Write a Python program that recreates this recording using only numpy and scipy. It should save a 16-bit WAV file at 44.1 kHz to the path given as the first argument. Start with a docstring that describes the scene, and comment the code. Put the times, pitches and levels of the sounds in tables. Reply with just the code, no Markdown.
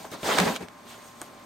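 """A cat dashes out of a nylon play tunnel on a wooden deck.
Its body rubs the cloth, which crackles, snaps taut and booms hollowly; its paws thud on the boards.
Then fur brushes softly and one claw scratches and ticks on the wood. A distant machine hums outdoors.
Rubbing is made of many tiny slips plus smooth noise, thuds and cracks are short bursts of noise,
and the booms, the tick and the hum are plain tones."""
import sys
import numpy as np
from scipy import signal
from scipy.fft import rfft, irfft
from scipy.io import wavfile
from scipy.ndimage import uniform_filter1d

SR = 44100
rng = np.random.default_rng(int(sys.argv[2]) if len(sys.argv) > 2 else 0)


def bounce(signal):
    """Save signal as a 16-bit WAV file at the path given by the first command-line argument."""
    frames = np.transpose(np.atleast_2d(signal))
    limited = np.clip(frames, -1, 1)
    pcm = np.round(limited * 32767).astype(np.int16)
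    wavfile.write(sys.argv[1], SR, pcm)


N = 63945
TIME = np.arange(N) / SR

# how loudly the body rubs the cloth: time_s, level_db
RUB_LEVEL = [(0, -59), (.03, -63), (.06, -53), (.105, -75), (.12, -39.5), (.15, -42), (.18, -47),
             (.22, -46), (.25, -33), (.29, -24), (.34, -26.5), (.41, -24), (.445, -31), (.49, -28.5),
             (.545, -43.5), (.567, -35), (.585, -59), (.63, -42), (.67, -60.5), (.85, -57.5), (.925, -51),
             (.96, -53), (1.15, -59), (1.45, -53.5)]
# the rubbing's tone colour (how strong its low and high parts are): pitch_hz, level_db
CLOTH_COLOUR = [(30, -51), (110, -19), (190, -1), (370, 0), (580, 2.5), (1150, -1.5), (1440, -2.5),
                (2000, -4.5), (2900, -12), (3600, -8.5), (5200, -13.5), (8600, -24.5), (10000, -37),
                (16000, -31)]
# how wide the cloth sounds (lower is narrower): pitch_hz, width_db
CLOTH_WIDTH = [(60, -18), (125, -24), (200, -13), (330, -29), (550, -10), (950, -7), (1600, -6.5),
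               (6500, -6.5), (13000, -8.5)]
def cloth():
    """Creases slip under the cat's body and crackle."""
    rubbing = friction(slips_per_s=5000, uneven_db=1, smooth_share=0.44, width=CLOTH_WIDTH)
    return colour(patchy(rubbing, depth_db=2.5) * level(RUB_LEVEL), CLOTH_COLOUR)


# how hard the cat shakes the tunnel wall: time_s, level_db
SHAKE_LEVEL = [(0, -42), (.03, -47.5), (.1, -53.5), (.15, -42.5), (.21, -55.5), (.27, -45), (.37, -38),
               (.392, -22.5), (.435, -26.5), (.49, -28.5), (.525, -32), (.56, -39), (.59, -48), (.615, -40),
               (.645, -46.5), (.68, -57)]
# the notes of the hollow tunnel: pitch_hz, bandwidth_hz, level_db
TUNNEL_NOTES = [(181, 20, -6.5), (243, 24, -3), (417.2, 20, -1), (636, 25, -6), (764, 53, -3.5),
                (967, 13, -3.5), (1314, 69, -6), (1567, 250, -7), (2255, 39, -9)]
# tone colour of the wall's rumble: pitch_hz, level_db
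WALL_COLOUR = [(25, -31), (55, -39), (95, -18), (130, -22), (190, 0.5), (260, 0.5), (330, -10), (700, -2.5),
               (1500, -21.5), (5000, -53.5)]
# how wide the tunnel sounds: pitch_hz, width_db
TUNNEL_WIDTH = [(60, -22), (130, -16), (190, -13), (245, -18), (300, -7), (480, 5), (620, -31), (760, -16),
                (1050, -26), (1400, -3.5)]
def tunnel():
    """The shaken wall rumbles and makes the hollow tunnel ring."""
    shaking = friction(slips_per_s=2200, uneven_db=2.0, smooth_share=0.49, width=TUNNEL_WIDTH)
    ring = 0
    for hz, bandwidth_hz, db in TUNNEL_NOTES:
        note_filter = signal.iirpeak(hz, hz / bandwidth_hz, SR)
        ring = ring + amp(db) * unit(signal.lfilter(*note_filter, shaking))
    rumble = colour(shaking, WALL_COLOUR)
    return (amp(-2) * unit(ring) + amp(-5.5) * rumble) * level(SHAKE_LEVEL)


# the cat bumping the tunnel wall: start_s, length_s, level_db, pitch_hz
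WALL_BUMPS = [(.395, .085, -23.5, 183.4), (.47, 0.053, -28, 176), (0.495, 0.069, -30, 221),
              (.597, 0.067, -36, 184)]
# its weight landing on the deck: start_s, level_db
DECK_THUMPS = [(.23, -44), (0.379, -42.5), (0.453, -41.5), (0.621, -44.5)]
def bumps():
    """The wall bends, so each bump booms at its own pitch; the deck thumps under the cat."""
    out = np.zeros((2, N))
    for start_s, length_s, db, hz in WALL_BUMPS:
        add(out, start_s, amp(db) * boom(hz, length_s))
    for start_s, db in DECK_THUMPS:
        add(out, start_s, amp(db) * boom(hz=87, length_s=0.039))
    return out


# sharp cracks: start_s, level_db, brightness_db_per_octave
CRACKS = [(0.1155, -39, 9), (0.2306, -33, 3), (0.2445, -32, 0), (0.3837, -18, -0.5), (0.3863, -10, -0.5),
          (0.4002, -13.5, 1.5), (0.403, -25, 2.5), (0.5618, -25.5, 2), (0.6845, -36.5, 0),
          (1.2172, -36.5, 0)]
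# tone colour of a crack: pitch_hz, level_db
CRACK_COLOUR = [(40, -41), (200, -4.5), (1300, 4), (2800, -1.5), (4000, -4), (6000, -10.5), (8800, -9),
                (10000, -19), (16000, -29)]
# how wide a crack sounds: pitch_hz, width_db
CRACK_WIDTH = [(200, -21), (900, 1), (4000, -5), (8000, -6.5)]
def cracks():
    """Sharp cracks with a brief tail: cloth snapping taut and, last, a claw scratching the boards."""
    rise_s, fade_s, tail_s = 0.00057, 0.0013, 0.0042
    out, t = np.zeros((2, N)), TIME[:SR // 10]
    crack = np.exp(-np.maximum(t - rise_s, 0) / fade_s)
    tail = amp(-15) * np.exp(-t / tail_s)
    loudness = np.minimum(t / rise_s, 1) * (crack + tail)
    for start_s, db, brightness in CRACKS:
        add(out, start_s, amp(db) * burst(loudness, CRACK_COLOUR, CRACK_WIDTH, brightness))
    return out


# paws landing: start_s, level_db, pitch_hz
PAW_STEPS = [(.045, -36, 514), (.049, -39, 1100), (0.1181, -37.5, 298), (0.136, -34, 315),
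             (.146, -40.5, 576), (0.231, -30.5, 330), (0.257, -30.5, 404), (.289, -24, 580),
             (.386, -26.5, 330), (0.469, -34.5, 616), (0.608, -37.5, 422), (.624, -36, 398),
             (1.211, -42, 800), (1.2157, -38.5, 846)]
# tone colour of a thud: multiple_of_pitch, level_db
THUD_COLOUR = [(.04, -22), (.2, -12), (.5, -5.5), (1, 3), (1.8, -5.5), (3.5, -25), (20, -37)]
# how wide the boards sound: pitch_hz, width_db
BOARD_WIDTH = [(120, -22), (220, -31), (400, -25), (900, -25), (2000, -14)]
def paws():
    """Soft pads thud on cloth and boards, each at its own pitch."""
    rise_s, fade_s = 0.00054, 0.011
    out, t = np.zeros((2, N)), TIME[:SR // 10]
    loudness = np.minimum(t / rise_s, 1) * np.exp(-np.maximum(t - rise_s, 0) / fade_s)
    for start_s, db, hz in PAW_STEPS:
        add(out, start_s, amp(db) * burst(loudness, np.array(THUD_COLOUR) * [hz, 1], BOARD_WIDTH))
    return out


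# scraping strokes: middle_s, half_length_s, level_db
SCRAPES = [(0.236, 0.0044, -38), (0.336, 0.025, -31), (0.561, 0.02, -38.5), (0.919, 0.06, -50)]
# tone colour of a scrape: pitch_hz, level_db
SCRAPE_COLOUR = [(200, -31), (900, -1), (2300, -1), (3300, 4.5), (4500, -6), (8500, -24), (10500, -16),
                 (16000, -33)]
def scrapes():
    """Paws and flanks rasp across the nylon in short strokes that swell and fade."""
    strokes = sum(amp(db) * np.exp(-2 * ((TIME - middle_s) / half_length_s) ** 2)
                  for middle_s, half_length_s, db in SCRAPES)
    rasp = friction(slips_per_s=800, uneven_db=3.5, smooth_share=0.45, width=CLOTH_WIDTH)
    return colour(rasp * strokes, SCRAPE_COLOUR)


# how loudly the fur brushes: time_s, level_db
FUR_LEVEL = [(0, -48.5), (.05, -49.5), (.1, -57), (.133, -42), (.17, -57), (.228, -47.5), (.265, -34.5),
             (.4, -36.5), (.49, -39), (.565, -43.5), (.585, -56.5), (.63, -54), (.67, -63), (.85, -59.5),
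             (.9, -48.5), (.97, -56), (1.08, -52), (1.14, -59.5), (1.24, -51.5), (1.31, -59.5), (1.45, -59)]
# tone colour of its hiss: pitch_hz, level_db
FUR_COLOUR = [(300, -28), (1500, -7.5), (3600, -0.5), (5300, -4), (6800, -0.5), (7400, -7), (8600, 0),
              (9900, -13.5), (12500, -6.5), (16000, -16)]
def fur():
    """Fur slides over nylon with a fine hiss."""
    brushing = friction(slips_per_s=7700, uneven_db=2.5, smooth_share=0.86, width=CLOTH_WIDTH)
    return colour(patchy(brushing, depth_db=1.9) * level(FUR_LEVEL), FUR_COLOUR)


# the claw touching the boards: start_s, level_db
CLAW_TICKS = [(1.216, -24.5), (1.222, -36), (1.23, -41)]
# the notes in one tick: pitch_hz, level_db, ring_s (time to fade by 60 dB)
CLAW_NOTES = [(345, -17, 0.044), (710, -12.5, 0.02), (1370, -7, 0.0097), (3340, -7, 0.0047),
              (7000, -4.5, 0.0071), (8270, 3, 0.0031), (8760, -4, 0.0043), (11200, -2, 0.0025)]
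def claw():
    """A claw ticks on wood and skips twice."""
    rise_s = 0.000093
    out, t = np.zeros((2, N)), TIME[:SR // 20]
    tick = sum(amp(db - 60 * t / ring_s) * np.sin(2 * np.pi * hz * t) for hz, db, ring_s in CLAW_NOTES)
    for start_s, db in CLAW_TICKS:
        add(out, start_s, amp(db) * tick * np.minimum(t / rise_s, 1))
    return out


def echoes(sound, ring_s=0.26, delay_s=0.003):
    """Sound bounces off the deck and its railing as many faint, quick echoes."""
    t = TIME[:SR // 3]
    bounces = rng.standard_normal((2, len(t))) * (rng.random((2, len(t))) < .1)
    tail = bounces * amp(-60 * t / ring_s) * (t > delay_s)
    return amp(-14) * signal.fftconvolve(sound, tail / np.linalg.norm(tail[0]), axes=1)[:, :N]


# tone colour of the outdoor air: pitch_hz, level_db
AIR_COLOUR = [(25, -18), (80, -12), (160, -3), (230, -6), (330, -4), (480, -9.5), (720, -5), (1100, -6),
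              (1400, -9), (2300, -15.5), (4000, -25), (7500, -29), (8700, -39), (10200, -36), (12500, -35),
              (16000, -46)]
# how wide the air sounds: pitch_hz, width_db
AIR_WIDTH = [(60, -28), (140, -16), (220, -15), (310, -7), (520, -0.5), (850, -10), (1500, -4), (4000, -6),
             (12000, -5)]
def air():
    """The outdoor air is a soft, steady rush."""
    return colour(spread(rng.standard_normal((2, N)), AIR_WIDTH), AIR_COLOUR) * amp(-52)


# the machine's notes: pitch_hz, level_db, left_ear_lead_radians
HUM_NOTES = [(111, -68, 0.05), (235.4, -60, 0.9), (305, -70.5, 1), (590, -62.5, 0.1), (1057, -57, 0.8),
             (1180, -66, 0.4)]
def machine(waver_hz=1.41):
    """A distant machine hums, each note wavering slightly in pitch."""
    out = np.zeros((2, N))
    for hz, db, lead in HUM_NOTES:
        waver = unit(uniform_filter1d(rng.standard_normal(N), size=4000))
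        angle = 2 * np.pi * (np.cumsum(hz + waver_hz * waver) / SR + rng.random())
        out += amp(db) * np.sqrt(2) * np.sin([angle + lead, angle])
    return out


def friction(slips_per_s, uneven_db, smooth_share, width):
    """Rubbing: tiny slips of uneven size over smooth sliding noise."""
    slips = amp(uneven_db * np.minimum(rng.exponential(1, (2, N)), 4)) * rng.choice([-1, 1], (2, N))
    slips *= rng.random((2, N)) < slips_per_s / SR
    sliding = rng.standard_normal((2, N))
    return spread(np.sqrt(1 - smooth_share) * unit(slips) + np.sqrt(smooth_share) * sliding, width)


def patchy(sound, depth_db, size=256):
    """Lets patches of low and high sound swell and fade as folds shift."""
    bands = signal.stft(sound, nperseg=size)[2]
    patches = uniform_filter1d(rng.standard_normal(bands.shape[1:]), size=7, axis=0)  # blur over pitch
    patches = unit(uniform_filter1d(patches, size=5, axis=1))  # blur over time
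    return unit(signal.istft(bands * amp(depth_db * patches), nperseg=size)[1][:, :N])


def boom(hz, length_s, swell_share=0.25):
    """A low note that swells under a soft push and dies away."""
    t = np.arange(0, length_s, 1 / SR)
    swell = np.sin(np.pi * np.interp(t / length_s, [0, swell_share, 1], [0, .5, 1])) ** 2
    return swell * np.sin(2 * np.pi * hz * t)


def burst(loudness, tone_colour, width, brightness=0):
    """The short noise of one hit, following a loudness curve."""
    noise = spread(rng.choice([-1., 1.], (2, len(loudness))), width)
    hit = colour(noise * loudness, tone_colour, brightness)
    return unit(hit) * np.sqrt(np.mean(loudness ** 2))


def colour(sound, table, brightness=0, size=2048):
    """Gives a sound a tone colour; brightness adds treble, in dB per octave."""
    hz = abs(np.fft.fftfreq(size, 1 / SR))
    log_gain = np.log(amp(read(table, hz) + brightness * np.log2(hz + 20)))
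    taps = np.fft.ifft(np.exp(np.conj(signal.hilbert(log_gain)))).real  # rings only after a hit
    return signal.fftconvolve(sound, taps[None] / np.linalg.norm(taps), axes=1)[:, :sound.shape[1]]


def spread(pair, width):
    """Turns two unrelated noises into left and right; width is the side level minus the middle."""
    size = pair.shape[1]
    wide = amp(read(width, np.fft.rfftfreq(size, 1 / SR)))
    middle, side = rfft(pair) / np.sqrt(1 + wide ** 2)
    return irfft([middle + wide * side, middle - wide * side], size)


def lean(sound, table):
    """Leans each range of pitch to the left or right."""
    gain = amp(read(table, np.fft.rfftfreq(N, 1 / SR)) / 2)
    return irfft(rfft(sound) * [gain, 1 / gain], N)


def amp(db):
    """Turns decibels into a number to multiply by."""
    return 10 ** (np.asarray(db) / 20)


def unit(sound):
    """Scales a sound to an average power of 1."""
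    return sound / np.sqrt(np.mean(sound ** 2) + 1e-20)


def read(table, hz):
    """Looks up a table at any pitch, blending between its rows."""
    pitches, values = np.transpose(table)
    return np.interp(np.log(hz + 1), np.log(pitches + 1), values)


def level(table):
    """Joins a table of times and levels into a loudness curve."""
    return amp(np.interp(TIME, *np.transpose(table)))


def add(mix, start_s, sound):
    """Mixes a sound in at its start time."""
    part = mix[:, max(round(start_s * SR), 0):][:, :sound.shape[-1]]
    part += sound[..., :part.shape[-1]]


# which side the rubbing leans to: pitch_hz, left_minus_right_db
RUB_BALANCE = [(100, 1), (320, -4.5), (550, 2), (1300, -2), (3000, 0.5), (7000, -0.5), (13000, 0)]
def scene():
    """Rubbing, the booming tunnel, and hits with their echoes, over the background."""
    hits = paws() + cracks() + claw()
    rubbing = lean(cloth() + fur() + scrapes(), RUB_BALANCE)
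    return rubbing + tunnel() + bumps() + hits + echoes(hits) + air() + machine()


def record(dry, top_hz=15900):
    """Cuts away the very highest treble."""
    treble_cut = signal.firwin(511, top_hz, window=("kaiser", 9), fs=SR)
    return signal.oaconvolve(dry, treble_cut[None], "same")


dry = scene()
out = record(dry)
bounce(out)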